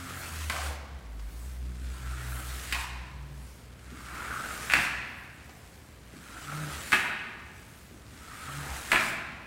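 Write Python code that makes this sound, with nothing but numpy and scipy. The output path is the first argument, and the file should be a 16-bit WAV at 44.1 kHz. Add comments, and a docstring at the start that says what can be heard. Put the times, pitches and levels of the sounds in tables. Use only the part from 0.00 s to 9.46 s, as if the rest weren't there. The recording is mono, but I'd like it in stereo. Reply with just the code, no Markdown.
"""A rubber squeegee is pulled five times over a soaked rug in a bare tiled hall.
Bursting water films make the pile hiss, louder as the blade speeds up; air pockets resonate in the
frothing wave ahead of it, and stick-slip friction makes the lip judder and squeak. After each pull the
water slaps on the tiles and spatters, and the hard walls reverberate. Beyond them an engine drones,
heard only through its low harmonics."""
import sys
import numpy as np
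from scipy import signal
from scipy.fft import rfft, irfft, next_fast_len
from scipy.io import wavfile
from scipy.ndimage import uniform_filter1d, map_coordinates

SR = 44100
rng = np.random.default_rng(int(sys.argv[2]) if len(sys.argv) > 2 else 0)


def materialize(psi):
    """Save the field psi as 16-bit PCM at rate SR to the path in sys.argv[1].

    A 1-D psi becomes a single channel; in a 2-D psi each row is a channel.
    """
    bounded = np.clip(np.atleast_2d(psi).T, -1, 1)
    quanta = np.round(bounded * 32767).astype(np.int16)
    wavfile.write(sys.argv[1], SR, quanta)


N = 417186

# Pulls of the blade, levels relative within each column:
# start_s, length_s, hiss_db, crest_delay_s, crest_width_s, froth_db, slosh_db
BLADE_PULLS = [(-.6, 1.274, -42.5, 0.72, 0.26, -44.5, -50.5), (1.582, 1.23, -44, 0.7, 0.33, -44.5, -51.5),
               (3.718, 1.126, -42, 0.64, 0.31, -37, -45.5), (5.992, 1.013, -42.5, 0.59, 0.28, -41, -46.5),
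               (7.985, 1.103, -41.5, 0.58, 0.3, -41.5, -49.5)]
# The blade skims back over the pile: time_s, width_s, level_db
BLADE_SKIMS = [(1.43, 0.19, -51.5), (3.48, 0.2, -54.5), (5.65, 0.42, -57), (7.75, 0.3, -54.5)]
# Spectra of the water in the rug: frequency_hz, density_db
PILE_SPECTRUM = [(200, -3.5), (850, -7), (1500, 5.5), (2600, 0.5), (4000, -2.5), (5600, -6), (8000, -1.3),
                 (11000, -7), (15500, -13)]
FROTH_SPECTRUM = [(500, -17.5), (950, -7.5), (1150, -6.5), (1310, 9), (1480, 1.5), (1680, -1.5), (2400, -7),
                  (3200, -17.5), (6000, -42)]
SLOSH_SPECTRUM = [(30, -32), (60, 2), (130, 4.5), (330, 3.5), (480, 0.5), (800, 6.5), (1100, -20),
                  (2000, -33)]
SEEP_SPECTRUM = [(500, -3), (1500, 0.5), (3000, -6.5), (5600, -4.5), (8000, -2.5), (11000, -6),
                 (15500, -10)]
# The lip judders on two hard pulls: peak_s, width_s, pitch_hz, relative_db
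LIP_JUDDERS = [(6.6, 0.116, 151.7, -35.5), (8.59, 0.111, 142.6, -40.5)]
# The wet lip squeaks: time_s, pitch_hz, level_db
LIP_SQUEAKS = [(2.14, 1320, -45), (4.315, 1550, -35), (4.368, 1374, -33.5), (4.398, 1375, -35),
               (4.452, 1490, -38), (6.49, 1380, -40), (6.535, 1340, -40), (8.5, 1330, -45)]
# The wave breaks or runs out: time_s, width_s, pitch_ratio, level_db, fall_octaves_per_s
WAVE_GUSHES = [(.2, 0.089, 0.68, -56, 0.13), (.655, 0.14, 0.87, -46, 1.6), (4.2, 0.13, 1.23, -44.5, 0.045),
               (6.76, .07, 1.6, -48, 0.07), (7.06, 0.064, 0.87, -42, 1.2), (8.72, 0.11, 0.99, -43, 0.097)]
# Fine spray from under the lip: time_s, width_s, level_db
SPRAY_JETS = [(.185, 0.038, -47), (.31, 0.11, -50), (1.38, 0.26, -61), (2.37, 0.12, -46), (2.58, 0.11, -50),
              (5.17, 0.11, -61)]
# Sheets of water hit the tiles: start_s, slap_db, decay_s, crack_db, thud_db
SHEET_SLAPS = [(0.497, -22, 0.017, -25.5, -32), (0.521, -32, 0.021, -35, -50),
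               (2.7229, -24, 0.035, -27.5, -45), (2.745, -31, 0.023, -33, -56),
               (4.697, -23.5, 0.026, -41, -46), (4.7071, -25, 0.028, -38, -54),
               (4.719, -21.5, 0.023, -30, -56), (4.7356, -6, 0.008, -19, -28),
               (4.749, -26, 0.034, -39, -35), (4.765, -28.5, 0.038, -36, -30.5),
               (4.785, -28.5, 0.039, -56, -37.5), (6.9198, -15, 0.011, -26, -51),
               (6.927, -12, 0.025, -30, -25.5), (6.932, -14, 0.021, -32, -26),
               (6.9443, -20, 0.012, -27, -36), (8.9163, -14, 0.025, -24, -28),
               (8.926, -19.5, 0.032, -29, -22), (8.941, -20.5, 0.034, -32, -33),
               (8.956, -17.5, 0.032, -36, -38), (8.976, -26, 0.043, -42, -43)]
# The shower after each throw: start_s, spatter_db, t60_s, splash_pitch_ratio, bubble_pitch_hz,
# pitch_spread_share, bubble_db, spray_db, push_re_thud_db
THROW_SHOWERS = [(.52, -49, 0.84, 0.81, 816, 0.2, -47, -42, -17),
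                 (2.735, -42, 0.63, 1, 941, 0.14, -42, -41.5, -6),
                 (4.745, -30.5, 0.72, 1, 2040, 0.17, -41, -40, -5),
                 (6.945, -32.5, 0.62, 0.97, 1070, 0.24, -48, -53, -7),
                 (8.95, -30, 0.42, 0.94, 1017, 0.32, -38.5, -39, -12)]
# Big air pockets in the landing water: start_s, pitch_hz, relative_db
POCKET_GLUGS = [(.505, 952, -37), (.588, 724, -36), (.632, 526, -37), (.655, 775, -36), (.682, 880, -36),
                (.695, 478, -41.5), (2.724, 1040, -27.5), (2.745, 676, -46), (2.785, 995, -31),
                (2.84, 960, -28.5), (2.985, 996, -41), (4.785, 690, -30), (6.93, 950, -30),
                (7.04, 924, -26.5), (8.925, 652, -25.5), (8.956, 1353, -14), (8.99, 1284, -20)]
# The blade is set down or a boot shifts: start_s, level_db
RUG_THUMPS = [(1.615, -48), (3.917, -39.5), (5.49, -53), (6.132, -41), (7.908, -43), (8.13, -46)]
# Single drops: start_s, tick_db, bubble_pitch_hz, bubble_db
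TILE_DRIPS = [(1.192, -48, 2420, -61), (5.023, -60, 2300, -51), (5.492, -48, 755, -44),
              (7.187, -51, 2210, -47), (7.303, -65, 2350, -44), (7.391, -52, 1916, -52)]
# Spectra of running water, spray and impacts: frequency_hz, density_db
GUSH_SPECTRUM = [(300, -11), (500, -7), (720, 1.5), (950, 6), (1300, -8), (1800, -0.5), (2600, -16),
                 (5000, -38), (12000, -32)]
MIST_SPECTRUM = [(2000, -40), (6000, -14), (8500, -4), (12000, 1), (13500, -4), (15500, -3)]
DROPLET_SPECTRUM = [(500, -10), (1500, 3), (4000, 0), (8000, -4), (11000, -13), (15500, -26)]
SPRAY_SPECTRUM = [(300, -36.5), (1000, 11.5), (2500, 2.5), (4000, -1), (5600, 0), (8000, -8),
                  (11000, -16.5), (15500, -20)]
SPLASH_SPECTRUM = [(50, -51), (160, -19), (300, -23.5), (480, -19.5), (750, -12), (1100, -6), (1400, 0.5),
                   (1800, 4.5), (2100, 1), (2500, 4), (2900, -2), (3400, -10.5), (4400, -17), (5600, -26),
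                   (8500, -27), (15500, -36)]
CRACK_SPECTRUM = [(300, -26), (1000, -3.5), (2500, 3), (4400, 1), (5900, -5), (8000, -3.5), (11000, -8),
                  (15500, -14)]
GULP_SPECTRUM = [(50, -7), (100, 2), (170, 4.5), (270, 2), (370, 1), (480, -9.5), (700, -3.5), (1050, 6.5),
                 (1500, -19), (3000, -34)]
KNOCK_SPECTRUM = [(40, -17), (120, -2), (280, 7.5), (450, -8.5), (900, -30), (3000, -24), (12000, -59)]
# The engine's speed: time_s, firing_rate_hz
FIRING_RATE = [(.2, 88.57), (.4, 76.67), (.7, 72.1), (.96, 67.51), (1.08, 54.16), (1.3, 51.77),
               (1.46, 62.58), (5.4, 61.3), (7.3, 53.2), (9.46, 60.8)]
# Its fundamental while the speed hunts, then once settled: time_s, level_db
DRONE_HUNTING = [(0.0, -45), (0.034, -45), (0.07, -71), (0.092, -50), (0.15, -41), (0.288, -47),
                 (0.328, -36), (0.48, -30.5), (0.534, -41), (0.69, -32.5), (0.882, -46), (0.97, -33.5),
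                 (1.006, -56), (1.056, -38), (1.282, -36), (1.314, -49), (1.35, -36), (1.6, -33.5)]
DRONE_SETTLED = [(2.15, -35), (2.8, -38), (3.8, -47.5), (4.9, -48), (5.7, -67), (6, -56.5), (9.46, -69)]
# Common gain of its overtones: time_s, gain_db
OVERTONE_GAIN = [(0, -44.5), (.9, -54), (1.45, -50.5), (1.7, -48.5), (2.6, -51), (3.7, -54.5), (5, -53),
                 (5.6, -64), (9.46, -56)]
# Weight of the overtones through the walls: frequency_hz, gain_db
EXHAUST_SPECTRUM = [(100, -10), (124, -1.5), (155, -8.5), (182, -9), (215, -19), (255, -10), (310, -17),
                    (380, -19), (500, -26)]
# The drone booms briefly on a higher note: time_s, width_s, pitch_hz, relative_db
DRONE_BOOMS = [(0.16, 0.12, 131.5, -49.5), (0.12, 0.11, 177, -70), (.05, .12, 262, -52),
               (1.68, 0.097, 185, -51.5), (1.88, 0.12, 245, -55), (2.17, 0.22, 124.6, -44),
               (3.3, 0.22, 140, -50)]
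# Background noise of the hall: frequency_hz, density_db
AIR_SPECTRUM = [(15, -42), (25, -27), (43, -17.5), (64, -4.5), (96, -9), (305, -18.5), (378, -21),
                (445, -20.5), (648, -22.5), (782, -24.5), (1410, -25), (2120, -26), (2560, -29),
                (4870, -35.5), (15500, -72)]
# Reverberation time: frequency_hz, t60_s
HALL_DECAY = [(120, 1.5), (500, 1.87), (1500, 1.45), (2600, 1.33), (4000, 1.29), (8000, 0.92),
              (15000, 0.67)]
# Left-right likeness of the diffuse field: frequency_hz, coherence_ratio
COHERENCE = [(60, 0.96), (150, 0.97), (280, 0.94), (500, 0.52), (1000, 0.01), (3000, 0.0059),
             (12000, 0.017)]
# Colour of the two microphone ports: frequency_hz, left_minus_right_db
PORT_BALANCE = [(60, 1.6), (250, 2), (500, 1.5), (1100, 1), (2200, 4), (4000, 0.9), (7500, -2), (12000, -1)]


def squeegee():
    """Bursting films sum to a hiss in the pile; air pockets resonate in the wave ahead of the blade."""
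    flow, froth, slosh = pull_envelopes()
    skim = sum(amp(db) * swell(s, width) for s, width, db in BLADE_SKIMS)
    grip_db, spurts_db = .7 * wobble(25), 2.5 * wobble(18)
    sputter = amp(-9.5 + spurts_db) * fizz(SPRAY_SPECTRUM, rate=600, scatter_db=1.6, wash=0)
    hiss = fizz(PILE_SPECTRUM, rate=2700, scatter_db=-0.5, wash=1.0)
    pile = patchy(hiss + amp(-14.5) * direct_fizz(PILE_SPECTRUM) + sputter, depth_db=2)
    trickle = patchy(fizz(SEEP_SPECTRUM, rate=3000, scatter_db=2.5, wash=1.4), depth_db=2.2)
    seep = np.hypot(amp(-62), skim) * trickle  # constant seepage and the skimming blade add in power
    pockets = np.array([bubbles(N, pitch_hz=1382, width=0.098, cycles=14, rise=0.0099, count=2200)
                        for ear in range(2)])
    surge_db = .8 * wobble(22) + 1.5 * wobble(140)
    foam = fizz(FROTH_SPECTRUM, rate=1800, scatter_db=2.5, wash=1.0) + 0.53 * diffuse(pockets)
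    foam = wander(foam, share=0.032, rate=12)  # the pitch drifts as pockets grow and burst
    body = fizz(SLOSH_SPECTRUM, rate=330, scatter_db=-1.0, wash=0.82)
    wave = amp(surge_db) * (froth * amp(-1.5) * foam + slosh * amp(-2.0) * body)
    return flow * amp(5.0 + grip_db) * pile + seep + pan(wave, left_db=0.5)


def pull_envelopes():
    """Hiss follows a power law of blade speed; froth crests before slosh; all die as the blade lifts."""
    speed_exponent, lift_db_per_s, slosh_lag_s = 1.055, 156, 0.1
    t = np.arange(N) / SR
    flow, froth, slosh = np.zeros((3, N))
    for s, length, hiss_db, crest, width, froth_db, slosh_db in BLADE_PULLS:
        speed = np.clip((t - s) / length, 0, 1)
        contact = amp(-lift_db_per_s * np.maximum(t - s - length, 0))
        flow += amp(hiss_db) * speed ** speed_exponent * contact
        froth += amp(froth_db) * swell(s + crest, width) * contact
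        slosh += amp(slosh_db) * swell(s + crest + slosh_lag_s, width) * contact
    return flow, froth, slosh


def judder():
    """Stick-slip oscillation: the lip cycles faster as it grips, and the head rocks at half its rate."""
    sag_share, rock_lag_s, rock_width_s = 0.087, 0.15, 0.17
    out = np.zeros(N)
    for s, width, hz, db in LIP_JUDDERS:
        grip = swell(s, width)
        phase = 2 * np.pi * np.cumsum(hz * (1 - sag_share * (1 - grip) + 0.0099 * wobble(50))) / SR
        rough_db = 3 * wobble(70)
        overtones = sum(np.sin(order * phase) / (order - 1) ** 2 for order in range(2, 6))
        lip = amp(rough_db / 2) * np.sin(phase) + amp(-15.5 + rough_db) * overtones
        head = amp(-44.5 + 4.0 * wobble(25)) * np.sin(phase / 2)
        out += amp(db + 1.0) * grip * lip + swell(s + rock_lag_s, rock_width_s) * head
    return out


def squeaks():
    """Friction of wet rubber excites brief tones, roughened by random phase modulation."""
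    t = np.arange(N) / SR
    jitter = 1.1 * wobble(260)
    out = sum(amp(db) * swell(s, width_s=0.015) * np.sin(2 * np.pi * hz * t + jitter)
              for s, hz, db in LIP_SQUEAKS)
    return in_hall(out, left_db=4, wet_db=-4, walls_db=-8)


def throws():
    """Impact and bubble resonance: thrown water lands as flat slaps, then a decaying shower."""
    lead_s, same_throw_s = .1, .5
    t = np.arange(SR * 3 // 5) / SR
    out = np.zeros((2, N))
    push_age = t / 0.0009
    push = .9 * push_age * (2 - push_age) * np.exp(-push_age)  # the water's weight pushes the air once
    for s, spatter_db, t60, ratio, pitch_hz, width, bubble_db, spray_db, push_db in THROW_SHOWERS:
        start = s - lead_s
        water = np.zeros(2 * SR)
        splash = [(hz * ratio, level) for hz, level in SPLASH_SPECTRUM]
        for at, slap_db, decay_s, crack_db, thud_db in SHEET_SLAPS:
            if abs(at - s) < same_throw_s:
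                gulp = burst(t, decay_s, GULP_SPECTRUM)  # a thick sheet traps big pockets of air
                thud = amp(thud_db) * (amp(push_db) * push + gulp)
                slap = amp(slap_db) * burst(t, decay_s, splash)
                crack = amp(crack_db) * burst(t, decay_s, CRACK_SPECTRUM)
                add(water, at - start, slap + crack + thud)
        for at, hz, glug_db in POCKET_GLUGS:
            if abs(at - s) < same_throw_s:
                add(water, at - start, amp(glug_db - 5.5) * glug(t, hz))
        drops = unit(colour(ticks(len(t), rate=900, scatter_db=1.7), splash))
        spray = unit(colour(ticks(len(t), rate=1200, scatter_db=6), SPRAY_SPECTRUM))
        pockets = bubbles(len(t), pitch_hz, width, cycles=8.9, rise=0.022, count=300)
        envelope = (1 - np.exp(-t / 0.005)) * amp(-60 * t / t60)
        shower = amp(spatter_db) * drops + amp(bubble_db) * pockets + amp(spray_db) * spray
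        add(water, s - start, envelope * shower)
        add(out, start, in_hall(water, left_db=-0.5, wet_db=0, walls_db=1))
    return out


def glug(t, hz, cycles=10.8, rise=0.0179):
    """One big air pocket is a damped oscillator, gliding up as it decays by 1/e in the given cycles."""
    age = hz * t / cycles
    return np.exp(-age) * (1 - np.exp(-hz * t / 2)) * np.sin(2 * np.pi * hz * t * (1 + rise * age))


def bubbles(length, pitch_hz, width, cycles, rise, count):
    """Bubble resonance: a cloud of air pockets rings, each gliding up as it nears the surface."""
    draw = np.clip(rng.standard_normal((count, 2)), -2, 2)
    start = (rng.random((count, 1)) * length).astype(int)
    k = np.arange(SR // 55)
    turns = pitch_hz * np.exp(width * draw[:, :1]) * k / SR
    age = turns / cycles
    envelope = amp(2.7 * draw[:, 1:]) * np.exp(-age) * (1 - np.exp(-turns))
    ring = envelope * np.sin(2 * np.pi * turns * (1 + rise * age))
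    return unit(np.bincount((start + k).ravel(), ring.ravel(), length)[:length])


def gushes():
    """Shot noise of water breaking over the blade or across the tiles, sinking in pitch as it spreads."""
    t = np.arange(SR // 2) / SR
    middle = t.mean()
    out = np.zeros((2, N))
    for s, width, ratio, db, fall in WAVE_GUSHES:
        spectrum = [(hz * ratio, level) for hz, level in GUSH_SPECTRUM]
        drops = colour(diffuse(ticks((2, SR), rate=1600, scatter_db=3)), spectrum)
        position = np.cumsum(2 ** (-fall * (t - middle)))
        rush = unit(np.array([map_coordinates(x, [position]) for x in drops]))
        add(out, s - middle, amp(db) * np.exp(-((t - middle) / width) ** 2) * rush)
    return out


def mist():
    """Tiny impacts radiate treble: spray jets from under the lip, and droplets tick where water moves."""
    spit_db, drain_db = -8, -64
    flow = pull_envelopes()[0]
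    jets = sum(amp(db) * swell(s, width) for s, width, db in SPRAY_JETS)
    flicker = amp(1.2 * wobble(35))
    spray = patchy(fizz(MIST_SPECTRUM, rate=2500, scatter_db=2, wash=.5), depth_db=2.5)
    droplets = fizz(DROPLET_SPECTRUM, rate=130, scatter_db=1.6, wash=0)
    return jets * flicker * spray + (amp(spit_db) * flow + amp(drain_db)) * droplets


def thumps_and_drips():
    """Damped impacts: dull bumps on the rug, and drops that tick on the wet tiles and ring a bubble."""
    t = np.arange(SR // 8) / SR
    out = np.zeros(N)
    for s, db in RUG_THUMPS:
        add(out, s, amp(db) * burst(t, .06, KNOCK_SPECTRUM))
    for s, tick_db, hz, bubble_db in TILE_DRIPS:
        plink = amp(bubble_db - 60 * t / 0.049) * np.sin(2 * np.pi * hz * t * (1 + 2 * t))
        add(out, s, amp(tick_db) * burst(t, 0.061, SPRAY_SPECTRUM) + plink)
    return in_hall(out, left_db=0, wet_db=0, walls_db=-5)


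def engine():
    """Walls act as a low-pass filter: only the lowest firing harmonics pass, each wavering in level."""
    waver_share, throb_db, beat_hz, beat_depth = .016, 1.4, 4.52, .34
    t = np.arange(N) / SR
    hz = curve(FIRING_RATE)
    drone_db = curve([*DRONE_HUNTING, *DRONE_SETTLED])
    phase = 2 * np.pi * np.cumsum(hz * (1 + waver_share * wobble(24))) / SR
    throb = lambda: throb_db * wobble(11)
    fading = lambda: 1.5 * wobble(3) + throb()
    overtones = sum(amp(along(EXHAUST_SPECTRUM, order * hz) + fading()) * np.sin(order * phase)
                    for order in range(2, 7))
    settled = np.interp(t, [DRONE_HUNTING[-2][0], DRONE_HUNTING[-1][0]], [0, 1])
    beat = 1 - beat_depth * settled * np.cos(2 * np.pi * beat_hz * t)
    booms = sum(amp(db + 3.0 + throb()) * swell(s, width) * np.sin(2 * np.pi * note * t)
                for s, width, note, db in DRONE_BOOMS)
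    fundamental = amp(drone_db + throb()) * beat * np.sin(phase)
    return fundamental + amp(curve(OVERTONE_GAIN)) * overtones + booms


def still_air():
    """The hall's noise floor is a steady diffuse field, strongest in the bass."""
    return amp(-51.0) * unit(colour(diffuse(rng.standard_normal((2, N))), AIR_SPECTRUM))


def in_hall(x, left_db, wet_db, walls_db):
    """Direct sound superposes with early reflections from floor and walls, and with reverberation."""
    t = np.arange(SR // 25) / SR
    walls = diffuse(ticks((2, len(t)), rate=1500, scatter_db=0.36) * np.exp(-t / 0.035))
    early = signal.fftconvolve(x[None], walls / np.linalg.norm(walls[0]), axes=1)[:, :len(x)]
    return pan(x + amp(walls_db) * early, left_db) + amp(wet_db) * reverberation(x)


def reverberation(x):
    """Repeated reflection from hard walls leaves an exponential tail, the treble dying first."""
    hz, t, noise = signal.stft(rng.standard_normal((2, SR * 3 // 2)), SR, nperseg=256)
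    envelope = amp(-60 * t / along(HALL_DECAY, hz)[:, None]) * (1 - np.exp(-t / 0.0014))
    tail = diffuse(signal.istft(noise * envelope, SR, nperseg=256)[1])
    return signal.fftconvolve(x[None], tail / np.linalg.norm(tail[0]), axes=1)[:, :len(x)]


def diffuse(pair):
    """Two unrelated signals become a diffuse field: coherent in the bass, independent in the treble."""
    m = next_fast_len(pair.shape[1])
    turn = np.arccos(np.clip(along(COHERENCE, np.fft.rfftfreq(m, 1 / SR)), -1, 1)) / 2
    mid, side = irfft(rfft(pair, m) * [np.cos(turn), np.sin(turn)], m)[:, :pair.shape[1]]
    return np.array([mid + side, mid - side])


def fizz(spectrum, rate, scatter_db, wash):
    """Shot noise of bursting water films over their own diffuse wash, rms 1."""
    grains = ticks((2, N), rate, scatter_db) + wash * rng.standard_normal((2, N))
    return unit(colour(diffuse(grains), spectrum))


def direct_fizz(spectrum, left_lag_s=0.000193):
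    """Direct sound is coherent: the same fizz reaches both ports, the left a little later."""
    right = unit(colour(ticks(N, rate=12000, scatter_db=5.0), spectrum))
    delay = np.exp(-2j * np.pi * np.fft.rfftfreq(N, 1 / SR) * left_lag_s)
    return np.array([irfft(rfft(right) * delay, N), right])


def patchy(pair, depth_db):
    """Random patches of level over time and frequency make the hiss uneven and spattery; rms 1."""
    bands = signal.stft(pair, nperseg=512)[2]
    patches = uniform_filter1d(rng.standard_normal(bands.shape[1:]), size=3, axis=0)
    patches = uniform_filter1d(patches, size=9, axis=1)
    return unit(signal.istft(bands * amp(depth_db * unit(patches)), nperseg=512)[1][:, :N])


def wander(pair, share, rate):
    """Frequency modulation: all pitches of a sound drift up and down together by a share."""
    position = np.cumsum(1 + np.clip(share * wobble(rate), -.5, .5)) % (N - 1)
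    return np.array([map_coordinates(x, [position]) for x in pair])


def burst(t, decay_s, spectrum):
    """An impact is a broadband transient: decaying noise, whitened and then coloured."""
    decay = amp(-60 * t / decay_s)
    landing = 1 - np.exp(-t / .0016)  # contact is not made everywhere at once
    puff = rng.standard_normal(len(t)) * decay * landing
    white = irfft(np.exp(1j * np.angle(rfft(puff))), len(t))
    return unit(colour(white * landing * np.exp(-t / decay_s), spectrum)) * np.sqrt(np.mean(decay ** 2))


def ticks(shape, rate, scatter_db):
    """A Poisson process of tiny impacts of uneven size, rate per second, rms 1."""
    size = amp(scatter_db * np.minimum(rng.exponential(size=shape), 4))
    return unit((rng.random(shape) < rate / SR) * size * np.sign(rng.standard_normal(shape)))


def colour(x, spectrum):
    """Minimum-phase filter through (frequency_hz, gain_db) points."""
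    cepstrum = irfft(np.log(amp(along(spectrum, np.fft.rfftfreq(2048, 1 / SR)))))
    fold = np.r_[1, np.full(1023, 2), np.zeros(1024)]  # folding the cepstrum makes the filter causal
    kernel = irfft(np.exp(rfft(cepstrum * fold)))
    return signal.fftconvolve(x, kernel.reshape((1,) * (x.ndim - 1) + (-1,)), axes=-1)[..., :x.shape[-1]]


def swell(s, width_s):
    """Gaussian envelope, 1 at time s."""
    return np.exp(-((np.arange(N) / SR - s) / width_s) ** 2)


def wobble(rate):
    """Smooth random modulation, rate knots a second."""
    return map_coordinates(rng.standard_normal(int(N * rate / SR) + 4), [np.arange(N) * rate / SR])


def curve(points):
    """Linear interpolation of (time_s, value) points at every sample."""
    return np.interp(np.arange(N) / SR, *np.transpose(points))


def along(points, hz):
    """Interpolation of (frequency_hz, value) points on a logarithmic axis."""
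    knots_hz, values = np.transpose(points)
    return np.interp(np.log(hz + 1), np.log(knots_hz + 1), values)


def pan(x, left_db):
    """A level difference between the channels leans a sound to one side."""
    return x * amp([[left_db / 2], [-left_db / 2]])


def add(track, s, sound):
    """Superpose a sound on a track at time s."""
    part = track[..., max(round(s * SR), 0):][..., :sound.shape[-1]]
    part += sound[..., :part.shape[-1]]


def amp(db):
    """Decibels to amplitude ratio."""
    return 10 ** (np.asarray(db) / 20)


def unit(x):
    """Normalise to rms 1."""
    return x / np.sqrt(np.mean(x ** 2) + 1e-20)


def scene():
    """Linear superposition: the pressures of all sources add."""
    blade = squeegee() + gushes() + mist() + squeaks() + judder()
    return blade + throws() + thumps_and_drips() + engine() + still_air()


def record(dry, top_hz=15850):
    """Each microphone port has its own frequency response, cut off at the band limit."""
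    m = next_fast_len(N + SR // 2)
    hz = np.fft.rfftfreq(m, 1 / SR)
    ports = amp(along(PORT_BALANCE, hz) * np.array([[.5], [-.5]]))
    return irfft(rfft(dry, m) * ports * (hz < top_hz), m)[:, :N]


dry = scene()
out = record(dry)
materialize(out)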